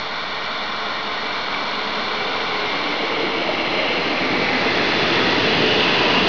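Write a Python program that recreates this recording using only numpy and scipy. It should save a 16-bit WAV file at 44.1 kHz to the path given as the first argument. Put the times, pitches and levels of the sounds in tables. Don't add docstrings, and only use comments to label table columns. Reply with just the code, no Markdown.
import sys
import numpy as np
from scipy import signal
from scipy.fft import rfft, irfft
from scipy.io import wavfile
from scipy.ndimage import uniform_filter1d, map_coordinates

SR = 44100
rng = np.random.default_rng(int(sys.argv[2]) if len(sys.argv) > 2 else 0)


def gain_from_decibels(decibels):
    exponent = np.asarray(decibels, float) / 20
    return 10 ** exponent


def store_wav(level_fs):
    pcm = np.round(np.clip(np.atleast_2d(level_fs), -1, 1) * 32767)
    wavfile.write(sys.argv[1], SR, pcm.T.astype(np.int16))


N = 276948


def rms_one(x):
    return x / np.sqrt(np.mean(x ** 2) + 1e-20)


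def resonance(x, hz, width_hz):
    r = np.exp(-np.pi * width_hz / SR)
    zeros = np.array([1, 0, -1]) * (1 - r * r) / 2
    poles = [1, -2 * r * np.cos(2 * np.pi * hz / SR), r * r]
    return signal.lfilter(zeros, poles, x)


def narrow_noise(hz, width_hz, size):
    x = resonance(rng.standard_normal(size), hz, width_hz)
    x = rms_one(resonance(x, hz, 2 * width_hz))
    return rms_one(x / np.sqrt(uniform_filter1d(x * x, size=6000) + .08))


def waver(per_s, size):
    return np.interp(np.arange(size) / SR * per_s, np.arange(400), rng.standard_normal(400))


FRAME = 2048
EVENNESS = .5


def rolling_noise(spectrum, patchy_db, patch_s, patch_hz):
    hz, s, bins = signal.stft(rng.standard_normal(N + FRAME), SR, nperseg=FRAME)
    points = np.array(spectrum)
    colour_db = np.interp(np.log(hz + 1), np.log(points[:, 0]), points[:, 1], left=-150, right=-150)
    coarse = rng.standard_normal((200, 200))
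    where = np.meshgrid(hz / patch_hz, s / patch_s, indexing="ij")
    patches = map_coordinates(coarse, where, order=1, mode="mirror")
    local = uniform_filter1d(np.abs(bins) ** 2, size=5, axis=0)
    local = uniform_filter1d(local, size=9, axis=1)
    even = bins / local ** (EVENNESS / 2)
    shaped = even * gain_from_decibels(colour_db[:, None] + patchy_db * patches)
    return rms_one(signal.istft(shaped, SR, nperseg=FRAME)[1][FRAME // 2:N + FRAME // 2])


# time_s, level_db
NEARNESS = [
    (0, -25),
    (1.2, -24),
    (2.4, -23),
    (3.8, -21.5),
    (4.4, -20),
    (5.0, -18),
    (5.7, -18),
    (6.28, -16.5),
]


def facing(turn, shadow_db):
    facing_s, level_db, rise, fall, round_db = turn
    t = np.arange(N) / SR
    late_s, round_db = t - facing_s, max(round_db, .3)
    lost_db = round_db * np.logaddexp(-rise * late_s / round_db, fall * late_s / round_db)
    near_s, near_db = np.transpose(NEARNESS)
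    near = gain_from_decibels(np.interp(t, near_s, near_db) + level_db)
    return near * np.hypot(gain_from_decibels(-lost_db), gain_from_decibels(-shadow_db))


def flares(events, sharpness):
    t, out = np.arange(-SR, SR) / SR, np.zeros(N + 3 * SR)
    for peak_s, half_s, hz, db in events:
        at = round(peak_s * SR)
        swell = np.exp(-(t / min(half_s, .5)) ** 2)
        out[at:at + 2 * SR] += gain_from_decibels(db) * narrow_noise(hz, hz / sharpness, size=2 * SR) * swell
    return out[SR:SR + N]


def blows(events, trim_db, decay_s, cycles):
    t, out = np.arange(4096) / SR, np.zeros(N + 4096)
    for (start_s, db, hz), noise in zip(events, rng.standard_normal((len(events), 4096))):
        strike = noise + .25 * np.sin(2 * np.pi * hz * t)
        burst = resonance(strike * t * np.exp(-t / decay_s), hz, hz / cycles)
        burst = resonance(burst, hz, hz / 4)
        at = round(start_s * SR)
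        out[at:at + 4096] += gain_from_decibels(db + trim_db) * burst / np.abs(burst).max()
    return out[:N]


# freq_hz, density_db_per_hz
RAIL = [(880, -32), (1500, -3), (1770, -10), (1790, -8.5), (2020, -3.5), (2280, -3.5), (2380, -4),
        (2610, -22.5), (2850, -9), (3090, -11), (3520, -3.5), (3990, -9.5), (4330, -5.5), (4720, -18),
        (5500, -19), (7150, -61.5), (12100, -120)]
OBLIQUE = [(880, -41), (1500, -24.5), (1640, -16), (1990, -4.5), (2060, -4.5), (2280, -0.5), (2470, -10.5),
           (2800, -2.5), (3250, -7.5), (3740, -15.5), (4080, -7), (4280, -11), (4430, -26), (5010, -17.5),
           (5500, -26.5), (7150, -58.5), (12100, -120)]
CLOSING = [(880, -29), (1500, -4.5), (1960, 0), (2380, -2.5), (2710, -1.5), (3110, -9), (3450, -4),
           (3720, -9), (4170, -4), (4520, -10.5), (4830, -12.5), (5500, -18.5), (7150, -44), (12100, -120)]
BROADSIDE = [(880, -32), (1500, -5.5), (1970, -2), (2340, -6), (2540, -1), (2790, 1.5), (3190, -4),
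             (3460, -3), (3740, -11), (4030, -4.5), (4350, -10.5), (4700, -8.5), (5500, -21), (7150, -52),
             (12100, -120)]
# facing_s, level_db, rise_db_per_s, fall_db_per_s, round_db
RAIL_TURN = (3.0, -4.5, 0, 15.5, 3.5)
OBLIQUE_TURN = (4, -3, 3, 25, 4)
CLOSING_TURN = (4.996, 4.17, 11.1, 15.6, 10.9)
BROADSIDE_TURN = (5.5, -1.5, 21, 3, 4.5)
WHEEL_SHADOW_DB = 25.5


def wheels_and_rails():
    out = np.zeros(N)
    for turn, colour in ((RAIL_TURN, RAIL), (OBLIQUE_TURN, OBLIQUE),
                         (CLOSING_TURN, CLOSING), (BROADSIDE_TURN, BROADSIDE)):
        noise = rolling_noise(colour, patchy_db=0.53, patch_s=0.15, patch_hz=152.4)
        out += facing(turn, WHEEL_SHADOW_DB) * noise
    return out


# freq_hz, density_db_per_hz
DRONE = [(59, -49.5), (100, -25.5), (151, -15), (216, -0.5), (261, -12.5), (284, -4), (382, -11.5),
         (430, -2.5), (478, -10), (507, -7), (659, -6), (1080, 0.5), (1280, -2.5), (1440, -1), (1700, -22),
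         (2210, -41), (3740, -120)]
NEAR_DRONE = [(290, -24.5), (500, -0.5), (534, -3), (607, 0), (813, -1), (1030, -4), (1280, -4.5),
              (1400, -6), (1700, -14), (2210, -31.5), (3740, -120)]
RUMBLE = [(100, -36), (170, -1.5), (230, -1.5), (300, 2), (380, 0.5), (460, 1.5), (560, -13), (730, -42),
          (1230, -120)]
# facing_s, level_db, rise_db_per_s, fall_db_per_s, round_db
FAR_DRONE_TURN = (2.5, -4, 0.4, 9, 2.5)
NEAR_DRONE_TURN = (3.5, -4.5, 2.5, 1, -1.5)
BOGIE_TURN = (3.0, -6.5, 8.5, -0.2, 5)
BODY_SHADOW_DB = 18


def underframe():
    far = rolling_noise(DRONE, patchy_db=0.2, patch_s=0.054, patch_hz=157)
    near = rolling_noise(NEAR_DRONE, patchy_db=-0.5, patch_s=.1, patch_hz=68.8)
    bogies = rolling_noise(RUMBLE, patchy_db=0.0, patch_s=0.075, patch_hz=51.7)
    drone = facing(FAR_DRONE_TURN, WHEEL_SHADOW_DB) * far + facing(NEAR_DRONE_TURN, BODY_SHADOW_DB) * near
    return drone + facing(BOGIE_TURN, BODY_SHADOW_DB) * bogies


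def shimmer():
    depth_db, per_s = 0.2, 12
    steps = rng.standard_normal(200)
    return gain_from_decibels(depth_db * map_coordinates(steps, [np.arange(N) / SR * per_s], order=3))


# freq_hz, density_db_per_hz
AIR = [(8.8, -29), (15, 1), (19, -9.5), (27, -30), (60, -5.5), (78, -47), (130, -120)]
THRUM_COLOUR = [(26, -45), (45, -21.5), (95, -2), (135, -0.5), (170, -7), (220, -30.5), (370, -120)]
# facing_s, level_db, rise_db_per_s, fall_db_per_s, round_db
BALLAST_TURN = (5, -19.5, 11, 0.7, -1.5)
# peak_s, half_length_s, pitch_hz, rms_db
GROUND_SURGES = [
    (3.4, 0.11, 130, -48),
    (4.4, .15, 128, -34),
    (5.09, 0.087, 120.5, -46),
    (5.55, 0.28, 120.6, -32),
    (6.2, 0.064, 123.4, -39),
]
AIR_DB, GROUND_SHADOW_DB = -53.5, 7


def ground():
    thrum = rolling_noise(THRUM_COLOUR, patchy_db=0.5, patch_s=0.15, patch_hz=40)
    thrum = facing(BALLAST_TURN, GROUND_SHADOW_DB) * thrum
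    breeze = gain_from_decibels(AIR_DB) * rolling_noise(AIR, patchy_db=2.5, patch_s=0.24, patch_hz=40)
    return thrum + flares(GROUND_SURGES, sharpness=1.2) + breeze


# start_s, end_s, pitch_hz, width_hz
TONE_LINES = [(0, 2.8, 624, 3), (3.45, 3.85, 619, 5), (3.95, 4.45, 616, 5), (5.55, 6.05, 597, 2),
              (.1, .3, 445, 8), (.9, 1.3, 431, 5), (1.7, 1.95, 436, 8), (2.25, 2.45, 457, 8),
              (2.45, 2.65, 419, 6), (3.05, 3.3, 420, 4), (3.05, 3.45, 452, 9), (5.45, 5.75, 434, 6),
              (5.45, 5.65, 458, 6), (.7, 1.4, 218, 6), (1.8, 2.05, 215, 5), (1.3, 1.85, 291, 3),
              (2.85, 3.4, 290, 8), (3.1, 3.75, 333, 6), (4.3, 4.6, 262, 10), (5.2, 5.4, 263, 4),
              (5.55, 5.75, 258, 4), (.3, 1.5, 697, 5), (1.3, 2.3, 985, 10), (0, .9, 1064, 18),
              (1.75, 2.05, 1065, 6), (2.4, 2.65, 1055, 14), (2.8, 3.05, 1045, 5), (0, 2.7, 438, 9),
              (3.5, 4.3, 1164, 9), (5.0, 5.25, 1255, 20), (5.25, 5.4, 958, 9), (5.7, 5.85, 1254, 6),
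              (5.75, 5.95, 1087, 8), (2.2, 2.45, 764, 6), (3.5, 3.9, 800, 16), (4.4, 4.6, 815, 14),
              (5.75, 5.95, 807, 14), (6.1, 6.4, 678, 6), (4.35, 4.55, 500, 5), (2.1, 2.3, 511, 8),
              (3.6, 6.4, 120, 4),
              (2.6, 4.5, 2103, 14), (2.3, 2.85, 2325, 18), (3.1, 4.8, 2285, 20), (1.7, 2.5, 1460, 18),
              (2.1, 3.1, 3550, 30), (4.75, 5.4, 3470, 45), (5.7, 5.95, 3447, 35), (5.8, 6.1, 2545, 35),
              (0, .5, 3480, 25), (.2, 2.3, 2320, 20), (.1, 1.2, 1860, 15), (.3, 1.2, 2915, 25),
              (1.2, 2.1, 4330, 30), (4.3, 4.78, 2085, 30), (.1, 1.7, 1490, 14), (.9, 1.75, 1055, 14),
              (1.5, 1.55, 2310, 20), (2.68, 2.72, 3600, 25), (.5, 1.2, 3500, 30), (4.8, 5.35, 330, 14),
              (4.85, 5.3, 410, 12)]
HUM_DB = [-44, -37, -34.5, -34, -48, -41, -43, -38, -37.5, -41, -32.5, -28, -35, -49, -41.5, -46.5, -39,
          -36, -33, -34.5, -33, -42.5, -43.5, -39, -40, -39, -48, -48.5, -41.5, -36.5, -33.5, -35, -36.5,
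          -45, -42, -40, -36, -34.5, -38, -42, -52, -36, -37.5, -38.5, -39, -43, -35.5, -35, -35, -45, -41,
          -42.5, -45.5, -48.5, -35, -44.5, -44.5, -38, -40, -43.5, -36.5, -37.5]
HUM_FLICKER_DB, HUM_FADE_S = 1.5, .15
WAVER_SHARE = 0.607
CLEAN_HZ, GRAIN_SPEED = 7, 3.5


def hums():
    t, out = np.arange(N) / SR, np.zeros(N)
    for (start, end, hz, width_hz), db in zip(TONE_LINES, HUM_DB):
        span = slice(max(round((start - .3) * SR), 0), round((end + .3) * SR))
        in_view = np.interp(t[span], [start - HUM_FADE_S, start, end, end + HUM_FADE_S], [0, 1, 1, 0])
        size = len(in_view)
        pitch_hz = hz + WAVER_SHARE * width_hz * waver(4 + width_hz, size)
        phase = 2 * np.pi * np.cumsum(pitch_hz) / SR
        share = width_hz ** 2 / (width_hz ** 2 + CLEAN_HZ ** 2)
        grain = [waver(GRAIN_SPEED * width_hz, size) for _ in range(2)]
        swing = np.sqrt(1 - share) + np.sqrt(share * .75) * (grain[0] + 1j * grain[1])
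        level = np.sqrt(2) * gain_from_decibels(db + HUM_FLICKER_DB * waver(5.87, size)) * in_view
        out[span] += level * np.imag(swing * np.exp(1j * phase))
    return out


# start_s, peak_db, pitch_hz
TICKS = [
    (0.1217, -24, 2096),
    (1.3522, -18.5, 3600),
    (1.5384, -14.5, 2260),
    (3.7888, -13.5, 2160),
    (3.9739, -15.5, 2265),
    (4.1702, -13, 2410),
    (4.4835, -8.5, 2206),
    (5.257, -11, 1870),
]


def ticks():
    return blows(TICKS, trim_db=-3.5, decay_s=0.0047, cycles=2.2)


# peak_s, half_length_s, pitch_hz, rms_db
WHEEL_FLARES = [(.8, 0.25, 1394, -36.5), (1.3, 0.44, 1038, -43), (2.8, .45, 2175, -38.5),
                (3.85, 0.32, 2775, -32), (4.1, 0.25, 4220, -47.5), (4.35, 0.26, 2260, -29.5),
                (4.55, 0.29, 2020, -30.5), (4.7, 0.54, 1777, -36.5), (5.2, 0.4, 3450, -33),
                (5.35, 0.22, 1914, -33.5), (5.2, 0.084, 1263, -40), (5.6, 0.18, 2030, -33),
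                (5.7, 0.32, 2950, -31), (5.75, 0.15, 2910, -29.5), (5.8, 0.17, 3560, -30.5),
                (6.0, 0.31, 2605, -31), (5.05, 0.13, 2840, -33), (5.5, 0.058, 2800, -33.5),
                (6.17, 0.17, 2800, -28), (2.9, 0.27, 1070, -33.5), (5.95, 0.17, 990, -28),
                (6.15, 0.1, 979, -27), (6.15, 0.14, 1178, -32)]


def wheel_flares():
    return flares(WHEEL_FLARES, sharpness=13)


# peak_s, half_length_s, pitch_hz, rms_db
BODY_FLARES = [(1.2, 0.12, 560, -49), (2.4, 0.41, 754, -36.5), (2.2, 0.15, 417, -35),
               (3.4, 0.071, 560, -36), (3.7, 0.26, 330, -40), (3.1, 0.26, 538, -35.5),
               (3.7, .25, 816, -38.5), (3.8, 0.099, 547, -30), (3.95, 0.16, 500, -32),
               (4.35, 0.14, 192, -40), (5.6, 0.22, 390, -33), (4.7, 0.081, 680, -39), (6, 0.16, 305, -35.5),
               (3.3, 0.1, 266.5, -35.5), (4.3, 0.18, 310, -32.5), (5.95, 0.065, 290, -38.5),
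               (6.2, 0.16, 415, -34.5), (6.2, 0.056, 190, -29), (6.8, 0.17, 415, -32),
               (5.3, 0.15, 470, -35), (5.5, 0.092, 210, -33), (5.5, 0.12, 640, -35.5),
               (1.8, 0.074, 425, -34)]


def body_flares():
    return flares(BODY_FLARES, sharpness=16)


# start_s, peak_db, pitch_hz
KNOCKS = [(2.737, -21, 760), (2.886, -13.5, 415), (2.968, -28, 535), (3.115, -13.5, 460),
          (3.229, -13.5, 350), (3.397, -16, 312), (3.485, -8.5, 623), (3.593, -10, 611),
          (4.341, -13.5, 310), (4.658, -7.5, 438), (5.198, -17.5, 457), (5.431, -26.5, 460),
          (5.592, -16, 422), (5.974, -25, 349), (6.083, -15, 414), (6.167, -7, 252)]


def knocks():
    return blows(KNOCKS, trim_db=-8, decay_s=0.0051, cycles=3.0)


def scene():
    roar = shimmer() * (wheels_and_rails() + underframe()) + ground()
    joints = ticks() + knocks()
    ringing = wheel_flares() + body_flares()
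    return (roar + hums() + joints + ringing)[None]


def roll_off(x):
    return signal.sosfilt(signal.butter(12, 7300, fs=SR, output="sos"), x)


# freq_hz, gain_db
IMAGE = [(5512, -0.5), (5750, -5), (6000, -11.5), (6500, -23), (6800, -35), (7000, -41.5), (7300, -60.5),
         (7500, -98)]
THINNING = 4
OFFSET, ROUNDING_DB = .015, -101


def record(dry):
    hz = np.fft.rfftfreq(N, 1 / SR)
    slow = irfft(rfft(dry) * (hz < SR / THINNING / 2), N)
    stuffed = THINNING * slow * (np.arange(N) % THINNING == 0)
    points = np.array(IMAGE)
    gain_db = np.interp(hz, points[:, 0], points[:, 1], right=-160)
    smooth = irfft(rfft(stuffed) * gain_from_decibels(gain_db), N)
    hiss = gain_from_decibels(ROUNDING_DB) * rng.standard_normal(N)
    return roll_off(smooth + OFFSET + hiss)


dry = scene()
out = record(dry)
store_wav(out)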